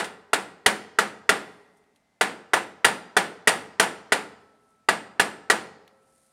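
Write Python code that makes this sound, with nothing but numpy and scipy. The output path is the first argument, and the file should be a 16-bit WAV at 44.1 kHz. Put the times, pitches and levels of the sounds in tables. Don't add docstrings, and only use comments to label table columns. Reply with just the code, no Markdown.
import sys
import numpy as np
from scipy import signal
from scipy.fft import rfft, irfft
from scipy.io import wavfile
from scipy.ndimage import uniform_filter1d

SR = 44100
rng = np.random.default_rng(int(sys.argv[2]) if len(sys.argv) > 2 else 0)


def invert_db(x):
    u = np.asarray(x, float) / 20
    return 10 ** u


def master_out(mix):
    frames = np.transpose(np.atleast_2d(mix))
    ceiling = np.clip(frames, -1, 1)
    pcm = np.round(ceiling * 32767).astype(np.int16)
    wavfile.write(sys.argv[1], SR, pcm)


N = 278712
LEAD = 4410

# start in seconds, knock level in dB, block's note in Hz,
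# rattle over the knock in dB, clank over the knock in dB.
BLOWS = [(-0.016, -6, 1600, -11, -16.5), (0.3312, -4.5, 1420, -12.5, -16.5),
         (0.6609, -1.5, 1895, -10, -16.5), (0.9863, -3.5, 1520, -11.5, -17),
         (1.2913, -2.5, 1872, -12, -15.5), (2.2099, -5, 2025, -10, -14.5), (2.5335, -4, 1853, -12.5, -16),
         (2.8452, 0, 1840, -9.5, -17), (3.1659, -2.5, 1853, -12, -15.5), (3.4728, -2, 1874, -6, -14.5),
         (3.797, 0, 1835, -10, -16.5), (4.1203, -4.5, 1704, -10, -15.5), (4.8865, -2, 1907, -15.5, -17.5),
         (5.1958, 0, 1707, -12, -19.5), (5.4992, -1, 1905, -11, -18)]
# start in seconds, knock level in dB, note in Hz, rattle over the knock in dB.
AFTERBUMPS = [(.040, -32.5, 2140, 5), (0.696, -19.5, 1250, -15), (1.014, -24.5, 1500, -6.5),
              (1.32, -24, 800, -17.5), (2.566, -13.5, 965, -15), (2.879, -20.5, 845, -5.5),
              (3.192, -23, 890, -5), (3.524, -35, 2200, 7), (3.825, -13.5, 800, -8.5),
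              (4.92, -36.5, 2200, -5), (5.523, -19.5, 1206, -17.5)]
AFTERBUMP_SOFTNESS = 3
AFTERBUMP_THUD_DB, AFTERBUMP_CLANK_DB = -10.5, -28.5
THUD_DB, THUD_LAG = -11, 0.63

# central frequency in Hz, relative level in dB, t60 in seconds.
SHELL_MODES = [(743, 1, 0.041), (890, -2.5, .045), (966, -6.5, 0.066), (1185, -2.5, 0.034),
               (1387, -2.5, 0.044), (1520, -3, .04), (1722, -9, 0.1), (1958, -9.5, 0.06), (1907, -3.5, .04),
               (1263.4, -6.5, 0.046), (2825, -6.5, .035), (3050, -14.5, 0.032), (3490, -14, 0.054),
               (3930, -18.5, 0.015), (4830, -11.5, 0.05)]
# central frequency in Hz, relative level in dB, t60 in seconds.
AXLE_MODES = [(320, -19.5, 0.058), (428.5, -2, 0.05), (502, -5, 0.0083), (648, -7.5, 0.075)]
# frequency in Hz, relative level in dB per Hz.
RATTLE_COLOUR = [(1290, -11.5), (2200, -1.5), (3080, -1.5), (3700, -3.5), (5320, -8.5), (5780, -9),
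                 (6500, -10.5), (7100, -6.5), (8000, -8.5), (8900, -4), (14700, -29.5), (16000, -32),
                 (16400, -53.5)]
# frequency in Hz, relative level in dB per Hz.
CLANK_COLOUR = [(35, -52.5), (60, -25.5), (133, -19.5), (192, -11), (356, -7), (437, -3.5), (689, -4),
                (772, 1), (1060, -4.5), (1720, -2.5), (6300, -27), (8870, -20), (14000, -44.5)]
# frequency in Hz, t60 in seconds.
CLANK_DECAY = [(80, 0.72), (260, 0.46), (700, 0.27), (1840, 0.26), (4850, 0.32), (12800, 0.2)]
# frequency in Hz, t60 in seconds.
FRAME_DECAY = [(80, 1.2), (260, 0.88), (700, 1.4), (1840, 0.94), (4850, 0.69), (12800, 0.28)]
SAME_FRAME = 0.69

# central frequency in Hz, central level against the knock in dB,
# t60 in seconds.
THIN_RINGS = [(1259, -46, .5), (2789, -53, .45), (2834, -51, .45), (3500, -52, .55), (4387, -43, .2),
              (5719, -50, .25), (5960, -50, .35), (6905, -35, .1), (7447, -55, .4), (7603, -52, .45),
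              (8297, -50, .45), (8379, -36, .07), (8478, -50, .45), (8840, -48, .35), (9143, -34, .07),
              (9940, -39, .07), (11065, -60, .3)]
# central frequency in Hz, central level against the knock in dB,
# t60 in seconds, time constant of the rise in seconds.
BODYWORK = [(85, -44.5, .8, .09), (204, -24, .25, .04)]
# frequency in Hz, start of grip in seconds, end of grip in seconds,
# central level against the knock in dB, t60 in seconds.
GRIPS = [(1911, -1, 2, -53, 1.5), (2062, 1, 2, -62, 3.3), (3503, 1, 2, -50.5, .8), (1319, 2, 4, -58, 4.),
         (1319, 4, 5.3, -55, 5.), (1319, 5.4, 6, -62, 4.), (533, 5.4, 6, -57, 3.7)]

# start in seconds, level in dB, t60 in seconds.
TICKS = [(1.8393, -70, 0.022), (1.9602, -60, 0.032), (5.8775, -48, 0.022)]
# frequency in Hz, relative level in dB per Hz.
TICK_COLOUR = [(1060, -20.5), (1800, 3.5), (4020, 3.5), (5250, -8), (8280, -8), (13600, -13), (16000, -30)]
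# loudest moment in seconds, level in dB, rise in seconds per 20 dB,
# fall in seconds per 20 dB.
BRUSHES = [(1.47, -69, .08, .33), (1.784, -75, .04, .014), (1.962, -70, .01, .02), (4.42, -80, .08, .2),
           (4.714, -76, .25, .18), (6.13, -74, .22, .4), (6.25, -70, .3, .2)]
# frequency in Hz, relative level in dB per Hz.
RUSTLE_COLOUR = [(1760, -51), (3000, -22.5), (3700, -11.5), (4600, -10.5), (7780, -5.5), (8880, 2),
                 (11100, -7.5), (16000, -28.5)]

# frequency in Hz, t60 in seconds.
NEAR_WALLS = [(80, .6), (260, 0.48), (700, 0.27), (1840, .24), (4850, 0.27), (12800, 0.34)]
# frequency in Hz, t60 in seconds.
FAR_WALLS = [(80, 1.1), (260, 1.8), (700, 0.86), (1840, 0.69), (4850, 0.86), (12800, 0.27)]
SCATTER_HZ, SCATTER_S = 3000., 1.1
# frequency in Hz, relative level in dB per Hz.
AIR_COLOUR = [(15, -15.5), (25, 3.5), (49, 1), (95, 0), (223, 4), (335, -6.5), (430, -9.5), (641, 2),
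              (1100, -7.5), (2050, -7.5), (2840, -13.5), (9070, -19), (16000, -34)]
AIR_DB = -71


def drum():
    mix = np.zeros(N + LEAD)
    frame = noise(CLANK_COLOUR, SR)
    for s, db, note_hz, rattle_db in AFTERBUMPS:
        bump = knock(frame, db, note_hz, AFTERBUMP_THUD_DB, rattle_db, AFTERBUMP_CLANK_DB, AFTERBUMP_SOFTNESS)
        add(mix, s, bump)
    next_starts = [row[0] for row in BLOWS[1:]] + [2 * N / SR]
    for (s, db, note_hz, rattle_db, clank_db), after in zip(BLOWS, next_starts):
        add(mix, s, knock(frame, db, note_hz, THUD_DB - THUD_LAG * db, rattle_db, clank_db))
        add(mix, s, invert_db(db) * thin_rings())
        add(mix, s, invert_db(db) * bodywork(after - s))
        add(mix, s, invert_db(db) * free_rings(s, after - s))
    return mix


def knock(frame, db, note_hz, thud_db, rattle_db, clank_db, softness=1):
    t = np.arange(SR) / SR
    contact = t / softness
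    shell = block_and_shell(note_hz, t, contact)
    thud = ring(AXLE_MODES, t, spread_db=1.0, detune=0.023) * (1 - np.exp(-contact / 0.001))
    parts = invert_db(thud_db) * thud
    parts += invert_db(rattle_db) * rattle(t, contact)
    parts += invert_db(clank_db) * clank(frame, t, contact)
    return invert_db(db) * (shell / abs(shell).max() + parts)


def block_and_shell(note_hz, t, contact):
    block = invert_db(-0.5 - 60 * t / .03) * np.sin(2 * np.pi * note_hz * t)
    driven = [(hz, db - 6.4 * abs(np.log2(hz / note_hz)), t60) for hz, db, t60 in SHELL_MODES]
    shell = block + ring(driven + driven, t, spread_db=2.0, detune=.01)
    return shell * (1 - np.exp(-contact / 0.0008)) ** 2


def rattle(t, contact):
    chatter = invert_db(2.8 * evened(uniform_filter1d(rng.standard_normal(len(t)), size=70)))
    envelope = invert_db(-60 * t / 0.078) * (1 - np.exp(-contact / 0.0013)) ** 2
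    return noise(RATTLE_COLOUR, len(t)) * chatter * envelope


def clank(frame, t, contact):
    dense = SAME_FRAME * frame + np.sqrt(1 - SAME_FRAME ** 2) * noise(CLANK_COLOUR, len(t))
    dense *= 1 - np.exp(-contact / 0.01)
    return fading(dense, CLANK_DECAY) + invert_db(-24.5) * fading(dense, FRAME_DECAY)


def thin_rings():
    t = np.arange(SR) / SR
    return (1 - np.exp(-t / .002)) * ring(THIN_RINGS, t, spread_db=3.0, detune=.0015)


def bodywork(gap_s):
    t = np.arange(2 * SR) / SR
    cut = np.clip((gap_s - t) / 0.028, 0, 1)
    boom = np.zeros(len(t))
    for hz, db, t60, rise_s in BODYWORK:
        swell = (1 - np.exp(-t / rise_s)) ** 2
        boom += swell * cut * ring([(hz, db, t60)], t, spread_db=2.5, detune=0.01)
    return boom


def free_rings(s, gap_s):
    t = np.arange(2 * SR) / SR
    stop = np.clip((gap_s - t) / .003, 0, 1)
    rings = np.zeros(len(t))
    for hz, first, last, db, t60 in GRIPS:
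        if first <= s <= last:
            waver_db = 1.6 * evened(uniform_filter1d(rng.standard_normal(len(t)), size=3000))
            rings += invert_db(db + waver_db - 60 * t / t60) * stop * np.sin(2 * np.pi * hz * t)
    return rings


def ring(modes, t, spread_db, detune):
    hz, db, t60 = np.transpose(modes)[:, :, None]
    share, shift, push = rng.standard_normal((3, len(modes), 1))
    level = np.sign(push + 1) * invert_db(db + spread_db * share - 60 * t / t60)
    return (level * np.sin(2 * np.pi * hz * (1 + detune * shift) * t)).sum(0)


def hand():
    mix = np.zeros(N + LEAD)
    t = np.arange(SR // 5) / SR
    for s, db, t60 in TICKS:
        add(mix, s, invert_db(db - 60 * t / t60) * noise(TICK_COLOUR, len(t)))
    at = (np.arange(len(mix)) - LEAD) / SR
    rub = np.zeros(len(mix))
    for s, db, rise_s, fall_s in BRUSHES:
        rub += invert_db(db - 20 * np.maximum((s - at) / rise_s, (at - s) / fall_s))
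    grain = invert_db(2.0 * evened(uniform_filter1d(rng.standard_normal(len(at)), size=200)))
    return mix + rub * evened(grain * noise(RUSTLE_COLOUR, len(at)))


def workshop(x):
    low = signal.sosfiltfilt(signal.butter(2, SCATTER_HZ, fs=SR, output="sos"), x)
    turn = np.pi * np.arange(len(x)) / SR / SCATTER_S
    moving = [np.sqrt(2 / 3) * np.cos(turn + k * np.pi / 3) * (x - low) for k in range(3)]
    wet = np.zeros(len(x))
    for part in [low] + moving:
        room = invert_db(-14.0) * tail(NEAR_WALLS, .003, 0.0093) + invert_db(-28.0) * tail(FAR_WALLS, 0.015, 0.059)
        wet += signal.fftconvolve(part, room)[:len(x)]
    return x + wet


def tail(decays, start_s, rise_s):
    count, spacing = SR * 3 // 2, 20
    taps = np.zeros(count)
    at = np.arange(0, count - spacing, spacing)
    taps[at + rng.integers(0, spacing, len(at))] = rng.choice([-1., 1.], len(at))
    onset = np.clip((np.arange(count) / SR - start_s) / rise_s, 0, 1)
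    out = fading(taps * onset, decays)
    return out / np.linalg.norm(out)


def quiet_air():
    return invert_db(AIR_DB) * noise(AIR_COLOUR, N)


def noise(colour, count):
    z = rfft(rng.standard_normal(count))
    return evened(irfft(z * invert_db(read(colour, np.fft.rfftfreq(count, 1 / SR))), count))


def fading(x, decays):
    hz, t, z = signal.stft(x, SR, nperseg=512)
    faded = z * invert_db(-60 * t / read(decays, hz)[:, None])
    return signal.istft(faded, SR, nperseg=512)[1][:len(x)]


def evened(x):
    return x / np.sqrt(np.mean(x ** 2) + 1e-20)


def read(points, hz):
    f, value = np.transpose(points)
    return np.interp(np.log(hz + 1), np.log(f + 1), value)


def add(mix, s, sound):
    part = mix[round(s * SR) + LEAD:][:len(sound)]
    part += sound[:len(part)]


def scene():
    bass_cut = signal.butter(4, 110., "high", fs=SR, output="sos")
    near = signal.sosfilt(bass_cut, workshop(drum() + hand()))
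    return (near[LEAD:] + quiet_air())[None]


def low_pass(x):
    return signal.sosfilt(signal.butter(12, 16540, fs=SR, output="sos"), x)


def record(dry):
    ceiling = .63
    held = dry / (1 + (dry / ceiling) ** 4) ** (1 / 4)
    thin = signal.sosfilt(signal.butter(2, 60., "high", fs=SR, output="sos"), held)
    return low_pass(thin)


dry = scene()
out = record(dry)
master_out(out)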